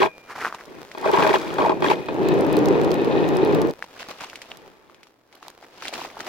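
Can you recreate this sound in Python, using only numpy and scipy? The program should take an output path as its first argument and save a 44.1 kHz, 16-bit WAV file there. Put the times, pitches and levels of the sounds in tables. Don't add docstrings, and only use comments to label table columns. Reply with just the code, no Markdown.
import sys
import numpy as np
from scipy import signal
from scipy.fft import rfft, irfft, next_fast_len
from scipy.io import wavfile
from scipy.ndimage import uniform_filter1d, map_coordinates

SR = 44100
rng = np.random.default_rng(int(sys.argv[2]) if len(sys.argv) > 2 else 0)


def transcribe(u):
    v = np.clip(np.atleast_2d(u).T, -1, 1)
    q = np.round(v * 32767).astype(np.int16)
    wavfile.write(sys.argv[1], SR, q)


N = 276948
SIZE = next_fast_len(N + SR, real=True)
FREQ = np.fft.rfftfreq(SIZE, 1 / SR)
TIME = np.arange(N) / SR

# frequency in Hz, density in dB per Hz.
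AIR_SPECTRUM = [(25, -22), (100, -8), (200, -12), (320, -0.5), (520, -16), (1300, -18.5), (3400, -35),
                (8000, -41), (16000, -31)]
# frequency in Hz, side minus mid in dB.
AIR_WIDTH = [(60, -10), (300, -5), (3000, 4)]

# time in seconds, level in dB.
CLOTHES = [(0, -52.5), (0.65, -48.5), (1.0, -45.5), (3.8, -49.5), (4.4, -48.5), (4.75, -56), (5.2, -64),
           (5.7, -52.5), (6.28, -48.5)]

# start in seconds, length in seconds, level in dB.
TWISTS = [(0.298, 0.025, -37), (0.36, 0.036, -35), (0.405, 0.075, -31), (0.543, 0.0068, -39),
          (0.59, 0.02, -44.5)]
# start in seconds, length in seconds,
# crunch in dB, rustle in dB.
STEPS = [(3.993, 0.037, -40, -41), (4.087, 0.034, -38.5, -43), (4.207, 0.041, -40, -39.5),
         (4.3, 0.19, -58, -55), (4.505, 0.014, -44.5, -49), (5.03, 0.044, -61.5, -68),
         (5.33, 0.05, -54.5, -65), (5.428, 0.075, -48, -56), (5.62, 0.03, -49.5, -58),
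         (5.823, 0.071, -40.5, -39.5), (5.928, 0.13, -36, -41), (6.198, 0.016, -34.5, -44),
         (6.265, 0.03, -34, -38)]
# start in seconds, pop level in dB, pitch in Hz,
# crispness (crack minus pop) in dB.
SNAPS = [(0.448, -8.5, 1350, -42), (0.455, -11.5, 1500, -35), (0.466, -17, 1270, -31),
         (0.525, -19, 1220, -25), (0.546, -24, 1090, -12.5), (0.609, -27, 1570, -20),
         (0.915, -24, 2000, -15.5), (3.824, -13, 1720, -25), (3.841, -30.5, 960, -12),
         (4.112, -28, 1170, -17), (4.207, -24.5, 1350, -13), (4.237, -24.5, 920, -14),
         (4.298, -29, 2700, -8), (4.331, -26.5, 1530, -28), (4.356, -23.5, 2540, -10.5),
         (4.417, -22, 2400, -13), (4.516, -17, 2970, -40), (4.897, -37.5, 1150, -20),
         (4.945, -34.5, 3050, -16.5), (5.031, -29.5, 3180, -14.5), (5.069, -44.5, 1270, -6),
         (5.326, -37.5, 2140, -11.5), (5.427, -30, 1190, -15.5), (5.481, -31, 920, -21),
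         (5.626, -36, 784, -34), (5.823, -23.5, 1380, -21), (5.854, -17.5, 2110, -16),
         (5.881, -11.5, 3370, -19), (5.937, -32.5, 886, 5.5), (6.101, -28, 2300, -22),
         (6.169, -25, 870, -32), (6.204, -18.5, 1980, -14)]
# frequency in Hz, density in dB per Hz.
PACKED_SPECTRUM = [(47, -64), (80, -25.5), (431, -11), (629, -27), (1200, -11), (2040, -15), (3620, -26.5),
                   (5400, -26), (8990, -33), (14600, -38.5), (16000, -44)]
# frequency in Hz, density in dB per Hz.
CRUNCH_SPECTRUM = [(40, -14), (150, -6), (350, 6.5), (1000, -5.5), (2400, -14), (4000, -8), (9000, -18.5)]
# frequency in Hz, density in dB per Hz.
RUSTLE_SPECTRUM = [(800, -23), (2400, 7), (3500, 1.5), (5700, -1.5), (8500, -5.5), (16000, -18)]
# frequency in Hz, gain in dB.
AIR_PATH = [(40, -33), (300, -9), (700, 1), (5000, -4), (9000, -8), (16000, -18.5)]
# frequency in Hz, side minus mid in dB.
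NEAR_WIDTH = [(60, -5), (150, -4.5), (380, -13), (950, -23), (2380, -6.5), (5980, -3), (15000, 8)]
# frequency in Hz, side minus mid in dB.
STEP_WIDTH = [(60, -4), (150, -12), (380, -14), (950, -5), (2380, -3.5), (5980, 2.5), (15000, -2)]
# frequency in Hz, left minus right in dB.
STEP_LEAN = [(500, 0.5), (3500, 1.2), (7000, 6)]

# time in seconds, peak in dB.
CHIPS = [(0.6564, -25), (0.9825, -23), (1.013, -20), (1.115, -16), (1.2365, -17), (1.2745, -14),
         (1.541, -18), (2.2862, -11.5), (2.4089, -17.5), (2.5282, -12), (2.5681, -10.5), (2.6574, -9.5),
         (2.6853, -12.5), (2.8145, -18.5), (2.9158, -13), (2.9417, -13.5), (3.2884, -13), (3.3687, -13.5),
         (3.6167, -11.5), (3.709, -20), (4.5715, -23), (5.3527, -27.5), (5.4819, -17.5), (5.5019, -25)]
# frequency in Hz, density in dB per Hz.
TICK_SPECTRUM = [(1000, -25), (2500, -6.5), (4000, 6.5), (8000, 4), (16000, 0)]
# frequency in Hz, density in dB per Hz.
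SPRAY_SPECTRUM = [(1000, -25), (3500, 10), (8000, 1), (12000, -9), (16000, -4)]
# start in seconds, length in seconds, start pitch in Hz,
# end pitch in Hz, level in dB.
SQUEALS = [(1.23, 0.027, 1750, 1500, -23.5), (1.268, 0.036, 1370, 1060, -40),
           (1.34, 0.025, 3330, 2290, -28), (1.643, 0.029, 951, 880, -15), (1.857, 0.013, 1980, 1770, -21.5)]

# start in seconds, length in seconds, chatter in dB,
# shaving in dB, rumble in dB.
BITES = [(0.011, 0.022, -17.5, -27, -28), (0.039, 0.025, -25, -31.5, -28.5), (1.05, 0.055, -21, -35, -31),
         (1.134, 0.14, -21, -31, -31), (1.184, 0.13, -22.5, -30, -23.5), (1.34, 0.019, -21.5, -26, -31),
         (1.587, 0.096, -23.5, -36.5, -24.5), (1.697, 0.022, -23, -39.5, -28),
         (1.824, 0.0063, -26.5, -41, -32), (1.841, 0.095, -34, -31.5, -25),
         (1.902, 0.017, -20.5, -26.5, -30)]
# start in seconds, length in seconds, rumble in dB, shaving in dB.
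SLIDES = [(0.68, 0.13, -42.5, -56), (0.98, 0.06, -37.5, -45), (1.37, 0.19, -30.5, -39.5),
          (1.72, 0.1, -27.5, -62), (1.93, 0.066, -28, -45), (4.51, 0.17, -51.5, -59),
          (4.72, 0.29, -60.5, -65)]
# time in seconds, level in dB.
GRIND = [(2.06, -42), (2.088, -27), (2.27, -19), (2.826, -18), (3.004, -20.5), (3.556, -18), (3.66, -21),
         (3.706, -25.5), (3.74, -57)]
# time in seconds, peak in dB.
JOLTS = [(0.018, -4.5), (0.028, -5), (0.947, -21), (0.974, -20), (1.053, -15), (1.072, -17.5), (1.185, -16),
         (1.222, -4), (1.265, -7.5), (1.291, -5.5), (1.583, -11), (1.618, -9), (1.66, -16.5), (1.693, -9),
         (1.821, -7.5), (1.842, -4.5), (1.9, -10.5), (2.084, -14)]
# frequency in Hz, width in Hz, level in dB.
AUGER_MODES = [(388, 40.5, 3), (636.7, 31.6, 0), (855, 76, -2), (989, 48, -2), (1090, 77, -6),
               (1616, 18, -9.5), (1874, 20, -24), (2495, 48, -10), (3285, 96, -17.5), (4380, 27, -24.5),
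               (4900, 30, -39)]
# frequency in Hz, width in Hz, level in dB.
BLADE_MODES = [(1770, 57, 2), (1900, 11, 4.5), (2502, 77, 4.5), (3750, 660, -7.5), (4400, 110, -17.5)]
# frequency in Hz, level in dB, time to die by 60 dB in seconds.
SHAFT_MODES = [(479, -42, .5), (1930, -36, .3), (2390, -37, 1.3), (2480, -34, .4)]
# frequency in Hz, density in dB per Hz.
GRINDING_SPECTRUM = [(24, -56.5), (40, -29.5), (104, -17), (155, -9), (226, -9), (297, 1), (412, 3.5),
                     (663, -10.5), (852, -10), (1410, -26.5), (2440, -29.5), (3060, -33), (3740, -38),
                     (5870, -46), (16000, -70)]
# frequency in Hz, density in dB per Hz.
SHAVING_SPECTRUM = [(40, -13.5), (150, -7), (1000, -9), (1800, -5.5), (3400, -11), (5000, -15),
                    (8500, -23.5), (16000, -30)]
# frequency in Hz, relative gain in dB.
BODY_PATH = [(40, -17), (150, -0.5), (4500, 5.5), (8000, -7), (16000, -20)]
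# frequency in Hz, side minus mid in dB.
AUGER_WIDTH = [(60, 20), (95, -2), (150, 11.5), (240, 1.5), (380, -11.5), (600, -11.5), (950, -4),
               (1500, 6.5), (2380, -4.5), (3770, -5), (5980, 2), (9470, 4), (15000, 22.5)]
# frequency in Hz, side minus mid in dB.
BITE_WIDTH = [(110, 1), (200, 11), (380, -0.5), (650, -10), (1290, 2.5), (2380, -2), (3800, -5.5),
              (7000, 0.5)]
# frequency in Hz, left minus right in dB.
AUGER_LEAN = [(60, 0.5), (200, 7.5), (380, -1), (700, 1.5), (1800, 3.5), (4500, 2.5)]

# frequency in Hz, gain in dB.
LEFT_PORT = [(5000, -0.5), (6500, -4.5), (9000, -16.5), (11000, -9.5), (16000, -10)]
TOP_HZ = 16000

TWIST_RISE_S, TWIST_FALL_S = 0.081, 0.12
TWIST_SWELL_DB = 0.5
STEP_RISE_S, STEP_FALL_S = 0.013, 0.023
SETTLE_DB, SETTLE_RISE_S, SETTLE_FALL_S = -7, 0.4, 0.55
CRUMBS_PER_S, CRUMB_DB, CRUMB_SPREAD_DB = 14, -4, 5
SPRAY_START_S, SPRAY_LENGTH_S, SPRAY_DB = 1.19, 0.22, -44
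SPRAY_RISE_S, SPRAY_FALL_S = 0.9, 0.6
BITE_RISE_S, BITE_FALL_S = 0.086, 0.065
BITE_SAG_DB = 2
SLIDE_RISE_S, SLIDE_FALL_S = 0.075, 0.35
SURGES_PER_S, SURGE_DB, GRIT_SURGE_DB = 14, 0.5, 4.5


def amp(db):
    return 10 ** (np.asarray(db) / 20)


def unit(x):
    return x / np.sqrt(np.mean(np.abs(x) ** 2))


def along(points):
    hz, value = np.transpose(points)
    return np.interp(np.log(FREQ + 1), np.log(hz + 1), value)


def level(curve):
    s, db = np.transpose(curve)
    return amp(np.interp(TIME, s, db, left=-np.inf, right=-np.inf))


def colour(points):
    cepstrum = irfft(np.log(amp(along(points))), SIZE)
    cepstrum[1:SIZE // 2] *= 2
    cepstrum[SIZE // 2 + 1:] = 0
    return unit(np.exp(rfft(cepstrum)))


def resonances(modes):
    total = 0
    for k, (hz, width, db) in enumerate(modes):
        damping = 1j * FREQ * width
        total = total + (-1) ** k * amp(db) * damping / (hz * hz - FREQ ** 2 + damping)
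    return unit(total)


def response_peak(response):
    return np.abs(irfft(response, SIZE)).max()


def scattered(force):
    return np.array([force, force * rng.choice([-1, 1], N)])


def evened(pair, even_s):
    power = np.abs(uniform_filter1d(pair[0] ** 2, max(int(even_s * SR), 1)))
    return pair / np.sqrt(power + np.mean(power) / 100)


def fractures(rate, spread_db, even_s):
    breaks = rng.random(N) < rate / SR
    size = amp(spread_db * rng.standard_normal(N))
    return evened(scattered(breaks * size * rng.choice([-1, 1], N)), even_s)


def grains(count, hz, octaves, cycles, spread_db, even_s):
    start, side = rng.random((count, 2)).T[..., None]
    pitch, size, sign = rng.standard_normal((count, 3)).T[..., None]
    steps = np.arange(SR // 80)
    turns = np.minimum(hz * 2 ** (octaves * pitch), SR / 4) * steps / SR
    envelope = amp(spread_db * size - 60 * turns / cycles) * np.minimum(turns, 1)
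    rings = np.sign(sign) * envelope * np.sin(2 * np.pi * turns)
    where = ((start * N).astype(int) + steps).ravel()
    sided = rings * np.sign(side - .5)
    pair = np.array([np.bincount(where, r.ravel(), N)[:N] for r in (rings, sided)])
    return evened(pair, even_s)


def blows(rows, response, late_s):
    s, db = np.transpose(rows)
    where = np.clip((s + late_s) * SR, 0, N - 1).astype(int)
    return scattered(np.bincount(where, amp(db), N)) / response_peak(response)


def stroke(start, length, rise_s, fall_s, swell_db=0):
    t = TIME - start
    outside = np.maximum(-t, 0) / rise_s + np.maximum(t - length, 0) / fall_s
    drift_db = swell_db * (np.clip(t / length, 0, 1) - 1.0)
    return amp(drift_db - 60 * outside)


def strokes(rows, rise_s, fall_s, swell_db=0):
    pushes = []
    for start, length, *dbs in rows:
        pushes.append(np.outer(amp(dbs), stroke(start, length, rise_s, fall_s, swell_db)))
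    return np.max(pushes, axis=0)


def wobble(rate):
    return map_coordinates(rng.standard_normal(400), [TIME * rate], mode="wrap")


def heard(pair, response, width, lean):
    mid, side = rfft(pair, SIZE)
    side = 1j * side * amp(along(width))
    tilt = amp(along(lean) / 2)
    ports = np.array([(mid + side) * tilt, (mid - side) / tilt])
    return irfft(ports * response, SIZE)[:, :N]


def air():
    hush = amp(-66.5) * rng.standard_normal((2, N))
    return heard(hush, colour(AIR_SPECTRUM), AIR_WIDTH, lean=[(1000, 0)])


def clothing():
    crinkle = level(CLOTHES) * fractures(rate=5500, spread_db=8.5, even_s=0.37)
    fabric = colour([(100, -3), (500, 8.0), (2500, -7), (6000, -15), (9000, -18), (16000, -18.5)])
    return heard(crinkle, fabric, STEP_WIDTH, STEP_LEAN)


def twisting():
    creak = amp(-1.0) * grains(count=4500, hz=1300, octaves=.4, cycles=7, spread_db=5, even_s=.04)
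    fine = amp(-3.5) * fractures(rate=4500, spread_db=5.0, even_s=.05)
    sound = heard(creak, amp(along(AIR_PATH)), NEAR_WIDTH, STEP_LEAN)
    sound = sound + heard(fine, colour(PACKED_SPECTRUM), NEAR_WIDTH, STEP_LEAN)
    return strokes(TWISTS, TWIST_RISE_S, TWIST_FALL_S, TWIST_SWELL_DB) * sound


def stepping():
    settling = amp(SETTLE_DB) * strokes(STEPS, SETTLE_RISE_S, SETTLE_FALL_S)
    weight, brush = np.maximum(strokes(STEPS, STEP_RISE_S, STEP_FALL_S), settling)
    clods = grains(count=3500, hz=1134, octaves=0.62, cycles=7.4, spread_db=5.0, even_s=0.045)
    clumps = amp(-2.0) * weight * clods
    crust = brush * grains(count=5000, hz=3000, octaves=.5, cycles=6, spread_db=5, even_s=.06)
    crunch = amp(-5.0) * weight * fractures(rate=1900, spread_db=6.0, even_s=0.11)
    rustle = amp(-5) * brush * fractures(rate=9600, spread_db=10.0, even_s=.04)
    layers = [(clumps + crust, amp(along(AIR_PATH))),
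              (crunch, colour(CRUNCH_SPECTRUM)),
              (rustle, colour(RUSTLE_SPECTRUM))]
    return sum(heard(force, response, STEP_WIDTH, STEP_LEAN) for force, response in layers)


def snapping(cycles=9, rise_s=.0001, crack_t60=.011, crumble_t60=.06):
    t = TIME[:SR // 20]
    pops, cracks = np.zeros((2, N + SR))
    for s, db, hz, crisp_db in SNAPS:
        start = round((s + .0007) * SR)
        pop_envelope = amp(db + 4.5 - 60 * t * hz / cycles) * (1 - np.exp(-t / rise_s))
        pops[start:][:len(t)] += pop_envelope * np.sin(2 * np.pi * hz * t)
        crumbs = amp(4 - 60 * t / crumble_t60) * (rng.random(len(t)) < .12)
        crack_envelope = amp(db + crisp_db) * (amp(-60 * t / crack_t60) + crumbs)
        cracks[start:][:len(t)] += crack_envelope * rng.standard_normal(len(t))
    popped = heard(np.outer([1, 1], pops[:N]), amp(along(AIR_PATH)), NEAR_WIDTH, STEP_LEAN)
    return popped + heard(scattered(cracks[:N]), colour(RUSTLE_SPECTRUM), STEP_WIDTH, STEP_LEAN)


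def chips(shatter_t60=0.0049):
    tick = colour(TICK_SPECTRUM)
    moments = rng.random(N) < CRUMBS_PER_S / SR
    crumbs = moments * level(GRIND) * amp(CRUMB_DB + CRUMB_SPREAD_DB * rng.standard_normal(N))
    hits = blows(CHIPS, tick, late_s=0.00064)[0] + crumbs / response_peak(tick)
    decay = amp(-60 * TIME[:SR // 50] / shatter_t60)
    shatter = signal.fftconvolve(hits, decay)[:N]
    bursts = amp(-14) * scattered(shatter * rng.standard_normal(N))
    return heard(bursts, tick, width=[(4000, -9)], lean=[(2500, -24.0), (8000, -1.5)])


def spraying():
    cloud = amp(SPRAY_DB) * stroke(SPRAY_START_S, SPRAY_LENGTH_S, SPRAY_RISE_S, SPRAY_FALL_S)
    powder = cloud * fractures(rate=7800, spread_db=13, even_s=.05)
    return heard(powder, colour(SPRAY_SPECTRUM), BITE_WIDTH, AUGER_LEAN)


def squealing(rough=0.35):
    sound = np.zeros(N)
    flutter = unit(uniform_filter1d(rng.standard_normal(N), SR // 500))
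    for s, length, start_hz, end_hz, db in SQUEALS:
        progress = np.clip((TIME - s) / length, 0, 1)
        phase = 2 * np.pi * np.cumsum(start_hz + (end_hz - start_hz) * progress) / SR
        sound += amp(db) * np.sin(np.pi * progress) * np.sin(phase + rough * flutter)
    return sound * amp([[1], [-1]])


def slipping(stick_s=0.0052, depth=0.45, surge=0.35):
    since = [TIME - s for s, db in JOLTS]
    stuck = sum(np.exp(-((t + stick_s / 2) / stick_s) ** 2) * (t < 0) for t in since)
    lurch = sum(np.exp(-np.abs(t) / stick_s) * (t >= 0) for t in since)
    return 1 - np.clip(depth * stuck, 0, 1) + surge * lurch


def blade_work():
    catch, bite_cut, bite_rub = strokes(BITES, BITE_RISE_S, BITE_FALL_S, swell_db=-BITE_SAG_DB)
    slide_rub, slide_cut = strokes(SLIDES, SLIDE_RISE_S, SLIDE_FALL_S)
    cutting = np.hypot(bite_cut, slide_cut)
    contact = np.hypot(bite_rub, slide_rub) + amp(1) * level(GRIND)
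    return slipping() * np.array([catch, cutting, contact])


def grinding(contact):
    rumble_gain = amp(-1.0 + SURGE_DB * wobble(SURGES_PER_S))
    rumble = rumble_gain * contact * fractures(rate=2000, spread_db=2, even_s=0.03)
    grit_gain = amp(-26.5 + GRIT_SURGE_DB * wobble(SURGES_PER_S))
    grit = grit_gain * contact * fractures(rate=650, spread_db=5.0, even_s=.08)
    rasp = unit(resonances(BLADE_MODES) * colour(BODY_PATH))
    rumbling = heard(rumble, colour(GRINDING_SPECTRUM), AUGER_WIDTH, AUGER_LEAN)
    return rumbling + heard(grit, rasp, BITE_WIDTH, AUGER_LEAN)


def biting(catch, cutting):
    body = unit(resonances(AUGER_MODES) * colour(BODY_PATH))
    chunks = grains(count=2200, hz=873, octaves=0.7, cycles=9.6, spread_db=5.5, even_s=0.0225)
    chatter = amp(-11) * catch * chunks + amp(-6) * blows(JOLTS, body, late_s=.002)
    slivers = grains(count=3400, hz=2086, octaves=0.51, cycles=19, spread_db=7.5, even_s=0.029)
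    splinters = amp(-1.5) * cutting * slivers
    shavings = amp(-4.5) * cutting * fractures(rate=5000, spread_db=3, even_s=.02)
    layers = [(chatter + amp(5.0) * shavings, body),
              (splinters, amp(along(AIR_PATH))),
              (shavings, colour(SHAVING_SPECTRUM))]
    return sum(heard(force, response, BITE_WIDTH, AUGER_LEAN) for force, response in layers)


def shaft_ring(x):
    t = TIME[:SR]
    ring = sum(amp(db - 60 * t / t60) * np.sin(2 * np.pi * hz * t) for hz, db, t60 in SHAFT_MODES)
    return amp(-30) * signal.fftconvolve(x, ring[None], axes=1)[:, :N]


def scene():
    background = air() + clothing()
    boots = twisting() + stepping() + snapping()
    catch, cutting, contact = blade_work()
    auger = grinding(contact) + biting(catch, cutting)
    return background + boots + chips() + spraying() + squealing() + auger + shaft_ring(auger)


def record(dry):
    held = dry / (1 + np.abs(dry / .95) ** 6) ** (1 / 6)
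    ports = np.array([amp(along(LEFT_PORT)), np.ones_like(FREQ)])
    return irfft(rfft(held, SIZE) * ports * (FREQ < TOP_HZ), SIZE)[:, :N]


dry = scene()
out = record(dry)
transcribe(out)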